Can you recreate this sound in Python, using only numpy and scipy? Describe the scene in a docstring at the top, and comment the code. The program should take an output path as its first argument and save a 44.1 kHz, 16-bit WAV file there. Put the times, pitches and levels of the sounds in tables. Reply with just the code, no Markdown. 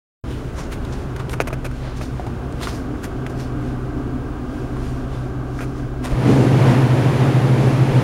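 """Along the shop freezers

Compressors and fans hum behind glass doors while a walker's shoes and sleeves scuff, small hard things
tick and the plastic case of a hand-held camera creaks in the grip. Then a door peels off its gasket and
swings open: cold air rushes out and three fans of nearly equal speed throb against each other."""
import sys
import numpy as np
from scipy.fft import rfft, irfft, next_fast_len
from scipy.io import wavfile
from scipy.ndimage import map_coordinates

SR = 44100
rng = np.random.default_rng(int(sys.argv[2]) if len(sys.argv) > 2 else 0)


def generate_wav(signal):
    """Clip the signal to [-1, 1] and save it as 16-bit WAV at the path in sys.argv[1]."""
    frames = np.transpose(np.atleast_2d(signal))
    scaled = np.clip(frames, -1, 1) * 32767
    pcm = np.round(scaled).astype(np.int16)
    wavfile.write(sys.argv[1], SR, pcm)


N = 354123
TIME = np.arange(N) / SR
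DOOR_AT_S, SWING_S = 5.942, 0.4


def amp(db):
    """Decibels to gain."""
    return 10 ** (np.asarray(db) / 20)


def unit(x):
    """Scale to rms 1."""
    return x / np.sqrt(np.mean(x ** 2) + 1e-20)


def ramp(start_s, length_s):
    """A smooth fade from 0 to 1."""
    return np.sin(np.pi / 2 * np.clip((TIME - start_s) / length_s, 0, 1)) ** 2


def swell(peak_s, half_width_s):
    """A smooth bump of height 1."""
    return np.exp(-((TIME - peak_s) / half_width_s) ** 2)


def stroke(t, rise_s, fall_s):
    """Exponential attack up to t = 0, then release."""
    return np.exp(np.minimum(t / rise_s, -t / fall_s))


def wobble(rate):
    """A smooth random curve, rate knots a second."""
    return map_coordinates(rng.standard_normal(int(N * rate / SR) + 4), [TIME * rate])


def filtered(x, response):
    """Pass x through a complex frequency response."""
    size = next_fast_len(len(x) + 8192)
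    return irfft(rfft(x, size) * response(np.fft.rfftfreq(size, 1 / SR)), size)[:len(x)]


def colour(points, hz):
    """An EQ curve: the gain of (freq_hz, level_db) points joined on a log axis."""
    freq_hz, level_db = np.transpose(points)
    return amp(np.interp(np.log(hz + 1), np.log(freq_hz + 1), level_db))


def struck_body(points, hz):
    """The minimum-phase response of a struck body with this spectrum."""
    cepstrum = irfft(np.log(colour(points, hz)))
    half = len(cepstrum) // 2
    return np.exp(rfft(np.r_[cepstrum[0], 2 * cepstrum[1:half], np.zeros(half)]))


def resonances(modes, hz):
    """The response of (pitch_hz, width_hz, level_db) modes of alternating polarity."""
    return sum((-1) ** k * amp(db) * 1j * hz * width / (pitch ** 2 - hz ** 2 + 1j * hz * width)
               for k, (pitch, width, db) in enumerate(modes))


def noise(response, size=N):
    """Smooth filtered noise of rms 1."""
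    return unit(filtered(rng.standard_normal(size), response))


def rush(spectrum):
    """Turbulent noise of rms 1, shaped by an EQ curve."""
    return noise(lambda hz: colour(spectrum, hz))


def ringing(modes):
    """Noise of rms 1 in a set of resonances."""
    return noise(lambda hz: resonances(modes, hz))


def friction(response, rate, size=N):
    """Tiny slips of random strength, rate a second, filtered and scaled to rms 1."""
    slips = rng.standard_normal(size) * (rng.random(size) < rate / SR)
    return unit(filtered(slips, response))


def motor_tones(lines, drift_hz, waver_db, rate):
    """Tones that each wander a little in speed and strength."""
    out = np.zeros(N)
    for pitch_hz, level_db in lines:
        turns = np.cumsum(pitch_hz + drift_hz * wobble(rate)) / SR + rng.random()
        out += np.sqrt(2) * amp(level_db + waver_db * wobble(rate)) * np.sin(2 * np.pi * turns)
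    return out


# Fader ride on the aisle's air noise: time_s, level_db
AISLE_RIDE = [(0.24, -30.5), (1.35, -29), (1.8, -34), (2.3, -29.5), (3.1, -30), (5.95, -32.5)]
# Rumbling colour of that air: freq_hz, gain_db
AISLE_EQ = [(11, -34), (22, -19), (45, -2), (85, -8), (110, -1.5), (140, -6), (185, -9.5), (240, -8),
            (390, -10), (450, -14.5), (650, -19.5), (950, -22.5), (1560, -25), (1800, -32.5), (3000, -37),
            (4000, -43.5), (10000, -51.5), (16000, -58)]
# Cabinet panels shaken by the machines: pitch_hz, width_hz, gain_db
PANEL_MODES = [(251.4, 13.5, 1.5), (296, 9.1, 2.5), (374.4, 19.3, -5.5), (720, 74, -15.5),
               (1170, 130, -19.5), (1590, 44, -19)]
# Far compressors and fans: pitch_hz, level_db
FAR_HUM = [(26.6, -55), (29.9, -38), (58.8, -37.5), (70.7, -40), (119.9, -51), (133.2, -42.5)]
# One cabinet's blade tone and its octave: pitch_hz, gain_db
BLADE_TONES = [(126.8, -0.5), (254.5, -12.5)]
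# Dips where the walk crosses nodes of that fan's standing wave: centre_s, half_width_s
FAN_NODES = [(.66, 0.16), (1.16, 0.031), (2.7, 0.35), (4.48, 0.17)]


def aisle():
    """Machines behind shut doors: air noise, droning panels and motor tones; a thin high whine sounds
    throughout."""
    near = ramp(start_s=1.5, length_s=1.78)  # the walker closes in on one cabinet
    in_node = sum(swell(centre_s, half_width_s) for centre_s, half_width_s in FAN_NODES)
    air = amp(np.interp(TIME, *np.transpose(AISLE_RIDE))) * rush(AISLE_EQ)
    panels = amp(-42 + 10 * near) * ringing(PANEL_MODES)
    hum = motor_tones(FAR_HUM, drift_hz=0.34, waver_db=2.5, rate=2.66)
    blades = motor_tones(BLADE_TONES, drift_hz=0.2, waver_db=0.8, rate=2)
    fan = amp(-33 + 2.5 * near - 11 * in_node) * blades
    whine = motor_tones([(15734, -76)], drift_hz=1, waver_db=3, rate=2)
    screened = amp(-10 * ramp(DOOR_AT_S, SWING_S))  # the open door screens off the aisle
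    return screened * (air + panels + hum + fan) + whine


# Swishes of sleeves and trousers: peak_s, level_db, half_width_s
CLOTH_MOVES = [(.42, -51, 0.18), (.95, -51, 0.17), (1.8, -52, 0.17), (2.17, -53.5, .12), (2.6, -52, 0.086),
               (3.67, -52, .08), (4.55, -55, 0.18), (4.92, -50.5, 0.23), (5.22, -55, 0.089)]
# Papery colour of the fabric: freq_hz, gain_db
CLOTH_EQ = [(400, -25), (1500, 7.5), (3000, 3), (6000, -1.5), (10000, -7), (13000, -11), (16000, -19)]


def clothes():
    """Rubbing fabric swishes with every move, over a faint fluttering rustle."""
    rustle_db, flutter_db = -61, 1.5
    moves = sum(amp(db) * swell(peak_s, half_width_s) for peak_s, db, half_width_s in CLOTH_MOVES)
    return np.hypot(amp(rustle_db), moves) * amp(flutter_db * wobble(14)) * rush(CLOTH_EQ)


# Shoe and sleeve scuffs: peak_s, level_db, length_s, tilt_db_per_octave, rasp_hz
SCUFF_CUES = [(0.313, -41, 0.088, 1, 3000), (.592, -33.5, 0.068, -1.5, 6300),
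              (0.728, -33.5, .032, 3.5, 2200), (0.929, -33, 0.026, -3, 6200), (1.199, -30, 0.021, -2, 1300),
              (1.317, -36, 0.028, 3, 9200), (1.862, -36.5, 0.17, -6, 4120), (1.974, -38, 0.027, 0, 6000),
              (2.031, -38, .054, 2, 5000), (2.633, -27.5, 0.039, 2, 3800), (2.687, -34.5, 0.078, 1.5, 5000),
              (2.754, -43.5, 0.073, 5, 5300), (3.043, -29.5, .022, 4.5, 1520), (3.302, -44, 0.023, 3, 6000),
              (3.405, -39.5, 0.071, 1.5, 5000), (5.138, -43, 0.077, -2, 3500),
              (5.596, -46, 0.16, 1.5, 5500), (5.78, -45, .07, -2, 6000)]
# Mid-heavy colour shared by scuffs, ticks and the gasket: freq_hz, gain_db
CONTACT_EQ = [(150, -29), (500, 11.5), (1200, 9), (2500, 2), (4500, -3), (7000, -6), (10000, -8),
              (13000, -12), (16000, -19)]


def scuffs():
    """Shoes and sleeves rub: each burst of slips swells and dies with its own tilt and raspy peak."""
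    out = np.zeros(N)
    t = np.arange(SR // 2) / SR - 0.25  # zero at the peak
    rise_share = 0.35
    for peak_s, level_db, length_s, tilt_db, rasp_hz in SCUFF_CUES:
        rasp = lambda hz: 1 + resonances([(rasp_hz, 0.37 * rasp_hz, 3)], hz)
        body = lambda hz: colour(CONTACT_EQ, hz) * amp(tilt_db * np.log2(1 + hz / 1500)) * rasp(hz)
        rub = friction(body, rate=9000, size=len(t))
        envelope = stroke(t, rise_share * length_s, (1 - rise_share) * length_s)
        out[round((peak_s + t[0]) * SR):][:len(t)] += amp(level_db) * envelope * rub
    return out


# Small hard contacts: start_s, crack_db, ring_hz, ring_over_crack_db
TICK_CUES = [(.85, -33, 3900, -0.5), (1.163, -30.5, 1880, 0), (1.295, -26, 2500, -16),
             (1.34, -37, 1090, 11), (1.505, -45, 1170, 15.5), (1.713, -40.5, 1400, 3),
             (2.1965, -41.5, 720, 18.5), (2.266, -36.5, 720, 11), (2.525, -37, 6960, -1),
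             (2.612, -45, 1190, 15), (2.672, -32, 1170, 14), (3.044, -41, 1400, 4),
             (3.265, -31.5, 1970, 4.5), (4.768, -43, 1090, 15), (5.59, -41, 1490, 17)]


def ticks():
    """Each hard contact gives a crack, a knock of a few cycles and one short, blurred ring."""
    out, t = np.zeros(N), np.arange(SR // 10) / SR
    knock_cycles, blur_db = 2.6, -5.5
    for start_s, crack_db, ring_hz, ring_db in TICK_CUES:
        t60_s = 0.04 * (1500 / ring_hz) ** 0.55  # higher rings die sooner
        crack = noise(lambda hz: colour(CONTACT_EQ, hz), len(t))
        blur = noise(lambda hz: resonances([(ring_hz, 0.5 * ring_hz, 0)], hz) ** 2, len(t))
        knock = 2 * np.sin(2 * np.pi * ring_hz * t) * np.exp(-ring_hz * t / knock_cycles)
        ring = amp(ring_db) * (knock + amp(blur_db) * blur)
        out[round(start_s * SR):][:len(t)] += amp(crack_db - 60 * t / t60_s) * (crack + ring)
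    return out


# The camera case slips in the grip: start_s, snap_db, chatter_db, chatter_length_s
CREAK_CUES = [(1.331, -28, -25, 0.014), (1.403, 0.5, -22, 0.021), (1.473, -12, -27, 0.018),
              (1.5292, -13.5, -29.5, 0.016), (1.645, -30, -28.5, 0.029), (2.013, -16.5, -32.5, 0.014),
              (5.607, -15.5, -33.5, 0.043)]
# Hollow body of the plastic shell: freq_hz, gain_db
SHELL_EQ = [(100, -25), (300, 0.5), (600, 4), (950, -8), (1350, -2), (1900, -8.5), (2550, -5), (3050, -19),
            (3600, -21.5), (5000, -25.5), (6200, -23.5), (7400, -30.5), (9000, -29), (12800, -34),
            (16000, -43)]
# The shell's ring after a snap: pitch_hz, width_hz, gain_db
SHELL_MODES = [(1400, 380, 3), (2360, 230, -3)]


def grip_creaks():
    """The plastic lets go with a ringing snap, then chatters in brighter slips until it sticks again."""
    out, t = np.zeros(N), np.arange(SR // 10) / SR
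    dull_hz, bright_hz, ring_db = 4500, 3000, -17
    treble_lift = lambda hz: 1 + 1j * hz / bright_hz
    impulse = 1.0 * (t == 0)
    thud = filtered(impulse, lambda hz: struck_body(SHELL_EQ, hz) / (1 + 1j * hz / dull_hz))
    ring = filtered(impulse, lambda hz: resonances(SHELL_MODES, hz) / treble_lift(hz))
    snap = thud / np.abs(thud).max() - amp(ring_db) * ring / np.abs(ring).max()
    for start_s, snap_db, chatter_db, length_s in CREAK_CUES:
        chatter = friction(lambda hz: struck_body(SHELL_EQ, hz) * treble_lift(hz), rate=9000, size=len(t))
        sliding = amp(-3 * t / length_s) * np.exp(-(t / length_s) ** 6)  # sags, then stops short
        out[round(start_s * SR):][:len(t)] += amp(snap_db) * snap + amp(chatter_db) * sliding * chatter
    return out


# The rubber gasket lets go in two pulls: peak_s, level_db
GASKET_PULLS = [(6.05, -27.5), (6.118, -38)]
# Low pushes of air from the moving door: centre_s, level_db
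DOOR_PUFFS = [(6.133, -13), (7.915, -24)]


def door_seal():
    """The gasket crackles off the frame; the pressure evens out in low puffs."""
    pull = sum(amp(db) * stroke(TIME - peak_s, rise_s=0.0086, fall_s=0.027) for peak_s, db in GASKET_PULLS)
    out = pull * friction(lambda hz: colour(CONTACT_EQ, hz), rate=3000)
    puff_hz = 45
    for centre_s, level_db in DOOR_PUFFS:
        pressure = np.sin(2 * np.pi * puff_hz * (TIME - centre_s))
        out -= amp(level_db) * pressure * swell(centre_s, half_width_s=0.013)
    return out


# Three beating fan tones and one overtone: pitch_hz, gain_db
FREEZER_FANS = [(120.0, -1.5), (126.7, -8), (133.4, -.5), (400.2, -21)]
# Cold air spills out in gusts: peak_s, draught_db, air_lift_db
COLD_GUSTS = [(6.36, -16, -1.5), (6.68, -23, 3.5), (7.1, -36, 1.5), (7.63, -22, 0)]
# Colour of the fans' air noise: freq_hz, gain_db
FAN_AIR_EQ = [(25, -20), (70, -12.5), (105, 1), (150, 0.5), (190, -3.5), (240, 0), (500, -9.5),
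              (700, -10.5), (900, -12.5), (1200, -16.5), (2500, -23), (4000, -31.5), (8000, -40.5),
              (12000, -44.5), (16000, -50)]
# Air modes of the open freezer: pitch_hz, width_hz, gain_db
CAVITY_MODES = [(149.4, 9.6, 0), (252.3, 18.5, -12.5), (283, 5.2, -8.5), (327, 20, -7.5), (388.3, 4, -11),
                (494, 27, -10)]
# Dull buffet of the draught on the microphone: freq_hz, gain_db
DRAUGHT_EQ = [(20, -32), (70, -5), (130, -2.5), (280, 3.5), (500, -5.5), (750, -13.5), (1200, -26),
              (2500, -30), (8000, -40), (16000, -57)]


def open_freezer():
    """The open door lets out the fans' throb and air noise, a hollow drone, grille hiss and cold gusts."""
    gust_half_width_s, throb_lag_s = 0.13, 0.059  # the fans lie deep inside: their throb follows the air
    flow_db = sum(lift_db * swell(peak_s, gust_half_width_s) for peak_s, _, lift_db in COLD_GUSTS)
    gusts = sum(amp(db) * swell(peak_s, gust_half_width_s) for peak_s, db, _ in COLD_GUSTS)
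    fans = motor_tones(FREEZER_FANS, drift_hz=0.4, waver_db=1.3, rate=6)
    throb = amp(-18.5) * ramp(DOOR_AT_S + throb_lag_s, SWING_S) * fans
    eddies = wobble(16)
    air = amp(-21.5 + flow_db + 0.5 * eddies) * rush(FAN_AIR_EQ)
    cavity = amp(-28.5) * ringing(CAVITY_MODES)
    grille = amp(-55) * ringing([(10400, 460, 0)])
    draught = np.hypot(amp(-30), gusts) * amp(eddies) * rush(DRAUGHT_EQ)  # gusts over a steady flow
    return throb + ramp(DOOR_AT_S, SWING_S) * (air + cavity + grille + draught)


def scene():
    """The machine beds and the walker's close sounds, mixed in mono."""
    machines = aisle() + open_freezer()
    return (machines + door_seal() + clothes() + scuffs() + ticks() + grip_creaks())[None]


# The microphone's colour, with one narrow treble notch: freq_hz, gain_db
MIC_EQ = [(20, 1.5), (7600, 0.5), (7880, -7.5), (8150, 1), (16000, -4)]


def record(dry):
    """The microphone opens after a moment of silence, colours the sound and cuts the very top."""
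    start_s, top_hz = 0.239, 15900
    heard = dry[0] * (TIME > start_s)
    return filtered(heard, lambda hz: colour(MIC_EQ, hz) * (hz < top_hz))[None]


dry = scene()
out = record(dry)
generate_wav(out)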